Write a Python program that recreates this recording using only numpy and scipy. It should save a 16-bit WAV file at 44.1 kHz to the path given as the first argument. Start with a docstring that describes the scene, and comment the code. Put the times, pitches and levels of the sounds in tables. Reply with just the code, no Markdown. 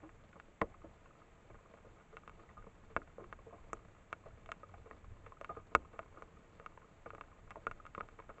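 """A wood at night in light rain, the microphone inside the plastic case of a trail camera.
Drops knock right on the case and ring its short modes; duller pats land close by, on the mount and on
the leaf litter where a foraging animal treads softly. Knocks and pats leave the mount shuddering.
Under them lie faint far drizzle, a low rumble of moving air and the microphone's hiss."""
import sys
import numpy as np
from scipy import signal
from scipy.fft import rfft, irfft
from scipy.io import wavfile
from scipy.ndimage import uniform_filter1d

SR = 44100
rng = np.random.default_rng(int(sys.argv[2]) if len(sys.argv) > 2 else 0)


def inscribe(sig):
    """Save sig as 16-bit PCM at rate SR to the path in sys.argv[1].

    A 1-D sig is mono; a 2-D sig holds one channel per row.
    Samples are clipped to [-1, 1] before scaling.
    """
    pcm = np.round(np.clip(np.atleast_2d(sig).T, -1, 1) * 32767)
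    wavfile.write(sys.argv[1], SR, pcm.astype(np.int16))


N = 370440
SIZE = 8192  # samples in one blow
PING_HZ = 1227  # the note of the case that rings on

# drops on the case: t/s, strength/dB, hardness/(dB per octave), extra tick/dB, note/Hz, its lift/dB
KNOCKS = [(0.092, -17.5, 0.5, -6, 1660, 9), (0.399, -10.5, 2, 3, 1590, 9.5), (0.615, -1, 7, 7, 1920, 17),
          (2.1686, -7.5, 1.5, 2, 1410, 7), (2.2767, -6.5, -2, 3, 600, -1), (2.295, -10.5, 0, 1, 790, 8),
          (2.4902, -26.5, 5, 2, 1950, 20), (2.9641, 12, -4.5, -7, 1540, 5), (3.3263, -2.5, -2, -4, 1570, 7),
          (3.7309, 1.5, -5.5, 18, 1265, 7), (4.128, 3.5, 0, 2.5, 1420, 5.5), (4.4599, -14, 0, 8, 3340, 7),
          (4.49, -7, -1.5, -4, 670, 14.5), (4.5175, -0.5, 4, 10, 1320, 7),
          (4.9107, -7, -6.5, -13, 1860, 10), (5.321, -12.5, -2.5, -5, 1010, 11.5),
          (5.412, -3, -2, 3, 590, 10), (5.4452, -4.5, 3, 3, 1320, 5), (5.7501, 21, 0, 6, 1350, 3.5),
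          (5.9912, 1, -2, -3, 654, 11.5), (6.222, -5.5, -4.5, 3, 570, 5.5), (6.5981, -9, -1.5, -11, 473, 8),
          (6.6613, -3.5, 2.5, 7, 1356, 6.5), (7.104, -6.5, 0, -13, 1390, 6), (7.1488, -8, -3, 4, 315, 12.5),
          (7.2101, -4.5, 1, -4, 1020, 8.5), (7.5063, -8, 2, 10, 640, 12.5),
          (7.6679, 6, -2.5, -2.5, 1384, 10), (7.7124, -3, 0, 2.5, 1290, 4.5),
          (7.8525, -13, -2, -11, 1270, 6), (7.8647, -12, 4.5, 11, 1330, 8.5),
          (7.9489, -7, 0.5, -4, 1350, 11), (8.0074, -1.5, -2, -10, 1320, 10), (8.087, -12.5, -1, 4, 740, 2),
          (8.1997, -10.5, -3.5, -8, 990, 11), (8.3827, -13.5, -3.5, -6, 480, 8)]
# soft pats close by: t/s, length/s, strength/dB, hardness/(dB per octave), note/Hz, its lift/dB
PATS = [(0.027, 0.027, -12, -6.5, 312, 14), (0.329, 0.0039, -20, 7, 1480, 13),
        (0.355, 0.016, -17.5, -8.5, 1020, 4), (0.612, 0.003, -8, -5, 850, 14),
        (0.615, 0.0061, 9, -5.5, 940, 9), (0.623, 0.015, -9, -8, 555, 12),
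        (0.838, 0.021, -18, -11.5, 302, 15), (1.499, 0.013, -12, 0.5, 370, 13),
        (1.543, .004, -19, -2, 1300, 11), (1.737, 0.006, -14, -1, 460, 5),
        (1.845, 0.031, -18, -7, 497, 4.5), (2.126, 0.016, -14, -1, 455, 10.5),
        (2.392, 0.015, -14, -0.5, 308, 10), (2.567, .023, -17.5, -5, 1250, 7),
        (2.64, 0.0041, -18, -2, 640, 7), (2.666, 0.006, -20.5, -10.5, 630, 11.5),
        (2.899, 0.022, -14, -1.5, 416, 6.5), (3.017, .0021, -15.5, 2, 1250, 9),
        (3.181, 0.0028, -15, -9.5, 503, 9), (3.191, 0.04, -10.5, -4.5, 368, 18),
        (3.24, .0042, -14, 3.5, 1200, 8), (3.462, 0.019, -21.5, -11, 455, 10.5),
        (3.525, 0.029, -10, -4, 740, 10), (4.257, 0.017, -12, -5.5, 647, 7.5),
        (4.63, 0.008, -9.5, -3, 1280, 8.5), (4.737, 0.014, -10, 3, 715, 13),
        (4.856, 0.024, -13, -1.5, 470, 9), (5.261, 0.01, -10, 3.5, 474, 13.5),
        (5.491, 0.022, -5.5, -6, 720, 9), (5.569, 0.0059, -6, -5, 480, 1.5),
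        (5.717, 0.0099, -16.5, -5, 280, 5), (5.932, 0.025, -12, -2, 500, 6),
        (6.17, 0.027, -12.5, -3.5, 1250, 9), (6.774, 0.0025, -12.5, -0.5, 950, 10.5),
        (7.058, 0.013, -5, -0.5, 483, 11), (7.132, 0.0057, -14, -7, 1250, 6),
        (7.18, 0.0039, -13, -3, 1020, 5), (7.509, 0.0094, -5.5, 3, 1310, -4),
        (7.556, 0.0045, -10.5, -0.5, 930, 18), (7.564, 0.016, -13.5, -6.5, 640, 9),
        (7.798, 0.0024, -18, -1, 1270, 15.5), (7.978, .0037, -4.5, -3, 1120, 12.5),
        (8.002, 0.0028, -9, -2, 1310, 6), (8.026, 0.012, -17, -2, 760, 9),
        (8.188, 0.0053, -10.5, 1, 1010, 12), (8.291, .016, -4.5, 0, 1290, 3)]
# colour of an average pat, from the low band to the tick: level/dB
PAT_COLOUR = [2.5, 0, -9, -48.5, -37.5]


def undb(db):
    """Decibels to gain."""
    return 10 ** (np.asarray(db) / 20)


def level(x, db):
    """Scale to an rms level."""
    return x * undb(db) / np.sqrt(np.mean(x ** 2))


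def add(out, t, sound):
    """Mix a sound in at t seconds."""
    i = max(int(t * SR), 0)
    part = sound[:max(N - i, 0)]
    out[i:i + len(part)] += part


def freqs(size):
    """Frequency of each bin of a real spectrum, kept above zero."""
    return np.maximum(np.arange(size // 2 + 1) * SR / size, 1)


def walk(rate_hz):
    """Random levels, each held 1 / rate_hz seconds, smoothed twice; rms 1."""
    hold = int(SR / rate_hz)
    steps = np.repeat(rng.standard_normal(1000)[:N // hold + 1], hold)
    return level(uniform_filter1d(uniform_filter1d(steps, hold), hold)[:N], 0)


def noise(points):
    """Noise of rms 1 whose spectrum follows points of f/Hz, level/dB."""
    hz, db = np.transpose(points)
    gain = undb(np.interp(np.log(freqs(N)), np.log(hz), db))
    return level(irfft(rfft(rng.standard_normal(N)) * gain, N), 0)


def case_response(size, travel_s=0.00078):
    """The case's modes start nearly in step and beat a few ms later; bending waves bring treble first."""
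    # resonances of the plastic around the microphone: f/Hz, width/Hz, level/dB
    resonances = [(104, 69, -4), (197.3, 41, -6.5), (333, 55, -6.5), (454.5, 46, -1.5), (559.7, 85, -5.5),
                  (659, 56, -5.5), (807, 77, -11.5), (908, 70, -12), (1069, 115, -4.5), (1230, 99, -2),
                  (1423, 65, -6.5), (1644, 85, -11.5), (1900, 250, -10.5), (2232, 134, -6),
                  (2540, 180, -13), (2693, 130, -4.5), (3103, 200, -6.5), (3527, 180, -3), (4160, 860, -12),
                  (4340, 1400, -12.5), (5870, 190, -10.5), (6550, 120, -14), (6730, 160, -10.5),
                  (7050, 260, -19.5)]
    f = freqs(size)
    modes = sum(undb(db) / (1 + 1j * (f / hz - hz / f) * hz / width) for hz, width, db in resonances)
    return modes * np.exp(-4j * np.pi * travel_s * np.sqrt(f * PING_HZ))


def blow(colour, strength_db, hardness, note_hz, lift_db, tick_db=0, note_width=0.13):
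    """Spectrum of one contact: a harder one tilts to the treble, a sharp one adds a tick above it."""
    # centres of the low, middle, bright, upper and tick bands: f/Hz
    band_hz = [550, 1250, 2400, 4500, 6000]
    octaves = np.log2(np.array(band_hz) / band_hz[1])
    band_db = strength_db + np.array(colour) + hardness * octaves
    band_db[-1] = strength_db + colour[-1] + tick_db
    pitch = np.log(freqs(SIZE))
    db = np.interp(pitch, np.log(band_hz), band_db)
    # small drops hardly move the lowest modes: the bass falls 2 dB per octave
    db += 2 * np.minimum(np.log2(freqs(SIZE) / band_hz[0]), 0)
    # the landing place lifts one note of the case
    db += lift_db * np.exp(-((pitch - np.log(note_hz)) / note_width) ** 2)
    # minimum phase, so nothing sounds ahead of the contact
    cepstrum = irfft(np.log(undb(db)))
    cepstrum[1:SIZE // 2] *= 2
    cepstrum[SIZE // 2 + 1:] = 0
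    return np.exp(rfft(cepstrum))


def strike(response, force):
    """Ring a response with a force; the shape of the force leaves the energy unchanged."""
    sound = response * rfft(force)
    return irfft(sound * np.linalg.norm(response) / np.linalg.norm(sound))


def drizzle(per_second=200, scatter_db=3, dull_hz=800, splash_s=0.0046, level_db=-68):
    """Countless far drops splash on the leaves, dulled by distance and coloured by the case."""
    falls = rng.random(N) < per_second / SR
    sizes = falls * undb(scatter_db * np.minimum(rng.exponential(size=N), 4))
    power = signal.lfilter([1], [1, -np.exp(-1 / (splash_s * SR))], sizes ** 2)
    splashes = np.sqrt(power) * rng.standard_normal(N)
    distance_loss = (1 + 1j * freqs(N) / dull_hz) ** 2
    return level(irfft(rfft(splashes) * case_response(N) / distance_loss, N), level_db)


def rumble(trim_db=-1.5, gust_db=3.0):
    """Air moves past the camera in small uneven gusts."""
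    # slow rise and fall of the air: t/s, level/dB before trim and gusts
    swells = [(0.0, -59), (0.4, -66), (0.75, -60.5), (1.59, -63), (3.95, -58), (6.46, -62.5), (8.4, -61.5)]
    # spectrum of the rumble: f/Hz, relative level/dB
    colour = [(8, -17), (20, 3), (50, -4), (105, -5), (140, -17), (260, -28), (600, -73.5)]
    times, db = np.transpose(swells)
    swell_db = np.interp(np.arange(N) / SR, times, db)
    return noise(colour) * undb(swell_db + trim_db + gust_db * walk(rate_hz=14))


def hiss(level_db=-67):
    """The microphone's own steady noise."""
    # spectrum of the noise floor: f/Hz, relative level/dB
    colour = [(60, -24), (150, 4.5), (300, -3.5), (900, -8), (1600, -11), (2300, -13), (3300, -22.5),
              (4200, -29), (5200, -34), (6400, -25.5), (7700, -22), (8200, -34.5)]
    return noise(colour) * undb(level_db)


def pats(case, swell=0.36, fade=0.53):
    """A soft landing close by is a swelling and fading crowd of tiny contacts with hardly any tick."""
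    out, t = np.zeros(N), np.arange(SIZE) / SR
    for start, length, *contact in PATS:
        force = rng.standard_normal(SIZE) * (t / length) ** swell * np.exp(-t / (fade * length))
        add(out, start, strike(case * blow(PAT_COLOUR, *contact), force))
    return out


def mount(rise_s=0.0055, decay_s=0.033, knock_db=-61.5, pat_db=-63, softness=1.8):
    """Knocks and pats leave the mount shuddering, low and woody; strong, soft ones shake it most."""
    # spectrum of the shudder: f/Hz, relative level/dB
    colour = [(12, -11), (35, 3), (70, 1), (130, -15), (220, -9), (330, -8), (450, -12), (650, -16.5),
              (1000, -28.5), (2000, -58)]
    envelope, t = np.zeros(N), np.arange(2 * SIZE) / SR
    shudder = (1 - np.exp(-t / rise_s)) * np.exp(-t / decay_s)
    for start, db, hardness, *_ in KNOCKS:
        add(envelope, start, undb(db - softness * hardness + knock_db) * shudder)
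    for start, _, db, hardness, *_ in PATS:
        add(envelope, start, undb(db - softness * hardness + pat_db) * shudder)
    return envelope * noise(colour)


def knocks(case, spray_db=-10, spray_s=0.004, fine_hz=3000):
    """Right at the microphone a drop strikes the case once, then its spray skitters over the plastic."""
    # colour of an average knock, from the low band to the tick: level/dB
    colour = [-4.5, 2, -4.5, -36, -32]
    out, t = np.zeros(N), np.arange(SIZE) / SR
    fine = 1 + 1j * freqs(SIZE) / fine_hz  # fine spray roughens the treble
    mean_spectrum = np.hypot(1, undb(spray_db) * np.abs(fine))
    for start, db, hardness, tick_db, note_hz, lift_db in KNOCKS:
        spray = rng.standard_normal(SIZE) * np.exp(-t / spray_s)
        spray *= undb(spray_db) / np.linalg.norm(spray)
        force = irfft((1 + rfft(spray) * fine) / mean_spectrum)  # impulse plus spray, flat on average
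        contact = blow(colour, db, hardness, note_hz, lift_db, tick_db)
        add(out, start, strike(case * contact, force))
    return out


def drips(case, count=130, mean_db=-23, scatter_db=3, splash_s=0.0016, low_hz=550, high_hz=1450):
    """Faint stray pats fall at random around the camera, each with a note of its own."""
    out, t = np.zeros(N), np.arange(SIZE) / SR
    for when, size, place in rng.random((count, 3)):
        note_hz = low_hz + place * (high_hz - low_hz)
        strength_db = mean_db + scatter_db * (2 * size - 1)
        contact = blow(PAT_COLOUR, strength_db, hardness=2.0, note_hz=note_hz, lift_db=10)
        force = rng.standard_normal(SIZE) * t * np.exp(-t / splash_s)
        add(out, when * N / SR, strike(case * contact, force))
    return out


def pings(rise_s=0.0012, decay_s=0.016):
    """One lightly damped note of the case outlasts the splash."""
    # drops that leave the case singing: t/s, level/dB
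    singing_drops = [(2.57, -47), (5.493, -35.5), (5.565, -45)]
    out, t = np.zeros(N), np.arange(SIZE) / SR
    note = np.sin(2 * np.pi * PING_HZ * t) * np.exp(-t / decay_s) * (1 - np.exp(-t / rise_s))
    for start, db in singing_drops:
        add(out, start, undb(db) * note)
    return out


def scene():
    """In mono: close drops and the shudder of the mount over hiss, far drizzle and rumble."""
    case = case_response(SIZE)
    near = knocks(case) + pats(case) + pings() + mount() + drips(case)
    return (near + hiss() + drizzle() + rumble())[None]


def record(dry, top_hz=8050):
    """The camera keeps only the band below about 8 kHz."""
    return signal.sosfilt(signal.ellip(10, .2, 70, top_hz, fs=SR, output="sos"), dry)


dry = scene()
out = record(dry)
inscribe(out)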